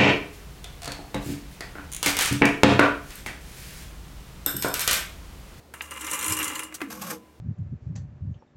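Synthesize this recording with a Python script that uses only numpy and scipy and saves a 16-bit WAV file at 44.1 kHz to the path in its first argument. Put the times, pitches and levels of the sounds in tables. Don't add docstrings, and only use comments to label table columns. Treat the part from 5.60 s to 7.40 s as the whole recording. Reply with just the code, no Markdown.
import sys
import numpy as np
from scipy import signal
from scipy.fft import rfft, irfft
from scipy.io import wavfile

SR = 44100
rng = np.random.default_rng(int(sys.argv[2]) if len(sys.argv) > 2 else 0)


def generate_wav(signal):
    frames = np.transpose(np.atleast_2d(signal))
    scaled = np.clip(frames, -1, 1) * 32767
    pcm = np.round(scaled).astype(np.int16)
    wavfile.write(sys.argv[1], SR, pcm)


N = 79380
REVERSE_S = 1.21


def undb(db):
    return 10 ** (np.asarray(db) / 20)


def unit(x):
    return x / np.sqrt(np.mean(x ** 2) + 1e-20)


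def curve(rows):
    times, *columns = np.array(rows).T
    return [np.interp(np.arange(N) / SR, times, column) for column in columns]


def since(start_s):
    return np.maximum(np.arange(N) / SR - start_s, 0)


def burst(start_s, rise_s, hold_s, fall_s):
    age_s = since(start_s)
    return np.minimum(age_s / rise_s, 1) * np.exp(-np.maximum(age_s - hold_s, 0) / fall_s)


def colour(x, points):
    hz, db = np.array(points).T
    size = 4096
    log_hz = np.log(np.fft.rfftfreq(size, 1 / SR) + 1)
    gain = unit(undb(np.interp(log_hz, np.log(hz), db)))
    cepstrum = irfft(np.log(gain))
    cepstrum[1:size // 2] *= 2
    cepstrum[size // 2 + 1:] = 0
    return signal.fftconvolve(x, irfft(np.exp(rfft(cepstrum))))[:N]


def ring(x, modes, t60_1khz_s):
    t = np.arange(N // 2) / SR
    response = 0
    for k, (hz, db) in enumerate(modes):
        t60_s = t60_1khz_s * 1000 / hz
        gain = (-1) ** k * undb(db) / np.sqrt(t60_s)
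        response += gain * np.sin(2 * np.pi * hz * t) * np.exp(-np.log(1000) * t / t60_s)
    return signal.fftconvolve(x, response / np.linalg.norm(response))[:N]


def dense_ring(x, t60_s):
    t = np.arange(N // 16) / SR
    response = rng.standard_normal(len(t)) * np.exp(-np.log(1000) * t / t60_s)
    return signal.fftconvolve(x, response / np.linalg.norm(response))[:N]


def clicks(per_s, spread_db):
    impacts = (rng.random(N) < per_s / SR) * rng.choice([-1, 1], N)
    return unit(impacts * undb(spread_db * np.clip(rng.standard_normal(N), -2, 2)))


def resonance(hz, width_hz):
    lowpass = signal.butter(2, width_hz / 2, fs=SR, output="sos")
    slow = signal.sosfilt(lowpass, rng.standard_normal(2 * N) + 1j * rng.standard_normal(2 * N))[N:]
    carrier = np.exp(2j * np.pi * np.cumsum(hz * np.ones(N)) / SR)
    return unit(np.real(slow / np.sqrt(abs(slow)) * carrier))


def boom(start_s, hz, fall_s, sag=0, sag_s=1):
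    age_s = since(start_s)
    cycles = hz * (age_s + sag * sag_s * (1 - np.exp(-age_s / sag_s)))
    return np.sin(2 * np.pi * cycles) * burst(start_s, 0.0066, 0.00096, fall_s)


def grit(spread_db=2.5, per_s=120):
    steps = np.arange(N) / SR * per_s
    draws = np.clip(rng.standard_normal(N), -2, 2)
    return undb(spread_db * np.interp(steps, np.arange(N), draws))


def steel(x, ring_db=-7):
    return (x + undb(ring_db) * dense_ring(x, t60_s=0.03)) / np.hypot(1, undb(ring_db))


# (frequency [Hz], gain [dB])
AIR_EQ = [(100, -4.5), (230, -4), (520, -7), (1000, -14.5), (2200, -21.5), (16000, -32)]
# (time [s], level [dB])
RUMBLE_LEVELS = [(.5, -54), (1.0, -62)]
def outdoors(air_db=-53.5, fade_db_per_s=2):
    highpass = signal.butter(2, 55, "high", fs=SR, output="sos")
    air = unit(signal.sosfilt(highpass, colour(rng.standard_normal(N), AIR_EQ)))
    rumble = undb(curve(RUMBLE_LEVELS)[0]) * resonance(hz=70, width_hz=8.2)
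    return undb(air_db - fade_db_per_s * since(0)) * air + rumble


# (time [s], level [dB], decay [s])
WHEEL_THUDS = [(0.669, -36, 0.029), (.700, -40, 0.073), (0.848, -47, 0.026)]
# (frequency [Hz], gain [dB])
TURF_EQ = [(40, -13), (80, 17.5), (170, 8.5), (600, -34)]
def wheels():
    turf = undb(-1) * colour(rng.standard_normal(N), TURF_EQ)
    thuds = np.zeros(N)
    for at_s, db, fall_s in WHEEL_THUDS:
        swing = boom(at_s, hz=77.9, fall_s=fall_s, sag=0.774, sag_s=0.02)
        thuds += undb(db) * (swing + turf * burst(at_s, 0.012, 0.0056, fall_s))
    return thuds


HOOD_HZ = 313
# (time [s], level [dB], decay [s])
HOOD_JOLTS = [(0.419, -40.5, 0.023), (.65, -38, 0.22), (1.21, -41.5, 0.18), (1.505, -36.5, .04)]
def hood(rise_s=0.028):
    return sum(undb(db) * burst(at_s, rise_s, rise_s, fall_s) * np.sin(2 * np.pi * HOOD_HZ * since(at_s))
               for at_s, db, fall_s in HOOD_JOLTS)


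# (time [s], lower [Hz], lower level [dB], upper [Hz], upper level [dB])
DRONE_TRACK = [(1.26, 265.1, -41, 464, -54), (1.34, 224.2, -48.5, 495, -53), (1.46, 196.2, -41.5, 545, -52),
               (1.55, 211.5, -47, 473.5, -43.5), (1.7, 234.4, -73, 480, -83)]
def rolling_drone(rise_s=0.02):
    low_hz, low_db, high_hz, high_db = curve(DRONE_TRACK)
    low = undb(low_db) * resonance(low_hz, width_hz=57.5)
    high = undb(high_db) * resonance(high_hz, width_hz=34)
    onset = 1 - np.exp(-since(REVERSE_S) / rise_s)
    return onset * (low + high) * grit()


# (time [s], relative level [dB], hold [s])
BACK_SCRAPES = [(1.299, -34.5, 0.03), (1.35, -44.5, 0.068), (1.412, -34.5, 0.032), (1.461, -39, 0.029),
                (1.497, -31, 0.022)]
# (frequency [Hz], gain [dB])
SCRAPE_EQ = [(300, -9), (1000, -6), (2700, -8), (4400, -12.5), (5800, -7.5), (10500, -15), (12200, -6),
             (16000, -25)]
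# (frequency [Hz], level [dB])
BED_KNIFE_MODES = [(851, -6.5), (1090, -2.5), (1650, -16)]
def scrapes(rise_s=0.0072, sing_hz=1007, sing_db=-57):
    force = sum(undb(db) * burst(at_s, rise_s, hold_s, fall_s=0.02) for at_s, db, hold_s in BACK_SCRAPES)
    rub = force * clicks(per_s=6000, spread_db=1)
    rasp = undb(-4) * colour(steel(rub * grit()), SCRAPE_EQ)
    knife = undb(-6.5) * ring(rub, BED_KNIFE_MODES, t60_1khz_s=0.036)
    last_s = BACK_SCRAPES[-1][0]
    sing = burst(last_s, rise_s, hold_s=0, fall_s=0.26) * np.sin(2 * np.pi * sing_hz * since(last_s))
    return rasp + knife + undb(sing_db) * sing


# (frequency [Hz], gain [dB])
ZIP_EQ = [(2000, -8.5), (7000, -0.5), (16000, -10.5)]
def freewheel():
    skid = burst(start_s=1.141, rise_s=0.0024, hold_s=0.01, fall_s=0.01) * rng.standard_normal(N)
    return undb(-33) * colour(steel(skid), ZIP_EQ)


# (time [s], relative level [dB], decay [s], boom level [dB])
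DRIVE_KNOCKS = [(0.138, -34.5, .004, -47), (0.906, -34.5, 0.0073, -33), (1.124, -37.5, 0.0011, -41.5),
                (1.204, -37, 0.0096, -60), (1.215, -26.5, 0.0024, -24)]
# (frequency [Hz], gain [dB])
KNOCK_EQ = [(350, -7.5), (2000, 6.5), (2800, -7.5), (4200, -13.5), (15000, -19.5)]
# (frequency [Hz], level [dB])
GEAR_AXLE_MODES = [(1190, -5), (2013, 6), (2500, -2)]
def drive():
    force, hollow = np.zeros((2, N))
    for at_s, db, fall_s, boom_db in DRIVE_KNOCKS:
        tail = undb(-13.5) * burst(at_s, 0.0018, 0.0017, fall_s=0.04)
        force += undb(db) * (burst(at_s, 0.00076, 0.0025, fall_s) + tail)
        housing = boom(at_s, hz=241, fall_s=0.017, sag=0.654, sag_s=0.0134)
        hollow += undb(boom_db) * (housing + boom(at_s, HOOD_HZ, fall_s=0.017) / 2)
    blows = force * rng.standard_normal(N)
    gears = undb(-7.5) * ring(blows, GEAR_AXLE_MODES, t60_1khz_s=0.13)
    return undb(-1) * colour(blows, KNOCK_EQ) + gears + hollow * grit()


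# (time [s], relative level [dB], hold [s])
LOOSE_CLANKS = [(0.208, -25, 0.0013), (0.473, -30.5, 0.011), (0.799, -28.5, 0.025), (0.992, -33.5, 0.0048)]
# (frequency [Hz], gain [dB])
CLANK_EQ = [(700, -10.5), (1700, 4), (2850, 4.5), (3400, -5), (4600, -14), (8000, -39)]
def loose_parts():
    force = sum(undb(db) * burst(at_s, 0.0005, hold_s, 0.0043) for at_s, db, hold_s in LOOSE_CLANKS)
    return undb(-2.5) * colour(force * clicks(per_s=4200, spread_db=5), CLANK_EQ)


# (frequency [Hz], gain [dB])
FRAME_EQ = [(150, -18.5), (540, -3.5), (700, -21), (1000, -2.5), (1500, 0), (2900, -5), (3700, -19.5),
            (9000, -27.5)]
# (frequency [Hz], level [dB])
FRAME_HOOD_MODES = [(313, -0.5), (850, -8), (1043, 0), (1131, -3), (1189, -1.5), (1262, -1.5), (1358, -7),
                    (1905, -6), (2380, -3.5), (2800, 2.5), (2890, -3)]
def frame(blows):
    clatter = colour((blows + dense_ring(blows, t60_s=0.04)) / 2, FRAME_EQ)
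    return clatter + undb(-3.5) * ring(blows, FRAME_HOOD_MODES, t60_1khz_s=0.12)


def snip(at_s, db, hold_s=0.0029, tint_db=4):
    strike = burst(at_s, 0.00052, hold_s, fall_s=0.0024)
    tail = undb(-3.5) * burst(at_s, 0.0041, hold_s, fall_s=0.018)
    contact = undb(db) * np.hypot(strike, tail)
    bands_hz = np.linspace(1, SR / 2, 48)
    tint = np.column_stack([bands_hz, tint_db * rng.standard_normal(len(bands_hz))])
    return contact, colour(contact * rng.standard_normal(N), tint)


# (time [s], relative level [dB])
PUSH_EFFORT = [(.13, -87), (.15, -52.5), (.296, -46.5), (.33, -42), (.455, -39), (.54, -31.5),
               (.575, -34.5), (.74, -36), (.805, -33.5), (.93, -35.5), (1.02, -38), (1.10, -53)]
# (time [s], relative level [dB])
BLADE_SNIPS = [(0.138, -39.5), (0.218, -33.5), (0.309, -33), (0.409, -31.5), (0.444, -31.5), (0.466, -29.5),
               (.496, -34.5), (0.512, -25.5), (0.532, -25), (0.543, -25), (0.59, -26.5), (0.61, -29),
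               (0.626, -26), (0.643, -24.5), (0.661, -25), (0.68, -23), (0.695, -26.5), (0.704, -24),
               (0.721, -20), (0.733, -25), (0.767, -26), (0.788, -24), (0.828, -24), (0.843, -23),
               (0.878, -26), (0.953, -28.5), (0.992, -29.5), (1.032, -32.5)]
# (frequency [Hz], gain [dB])
EDGE_EQ = [(1500, -9.5), (3200, -1), (4600, -9.5), (6000, 0), (7700, 4), (11000, 1), (16000, -11)]
def reel(release_s=0.23):
    effort = undb(curve(PUSH_EFFORT)[0]) * np.exp(-since(REVERSE_S) / release_s)
    contacts, wipes = zip(*[snip(at_s, db) for at_s, db in BLADE_SNIPS])
    shear = undb(-7.5) * effort * grit() * clicks(per_s=2000, spread_db=4)
    edges = undb(-2.5) * sum(wipes) + shear
    rattle = effort * grit() * clicks(per_s=900, spread_db=4)
    blows = undb(-9) * np.linalg.norm(contacts, axis=0) * rng.standard_normal(N)
    return colour(steel(edges), EDGE_EQ) + frame(rattle + blows)


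def scene():
    mower = reel() + loose_parts() + hood() + freewheel() + drive() + wheels()
    return (mower + scrapes() + rolling_drone() + outdoors())[None]


def record(dry, low_hz=45, top_hz=16100):
    highpass = signal.butter(2, low_hz, "high", fs=SR, output="sos")
    lowpass = signal.ellip(10, 0.2, 80, top_hz, fs=SR, output="sos")
    return signal.sosfilt(lowpass, signal.sosfilt(highpass, dry))


dry = scene()
out = record(dry)
generate_wav(out)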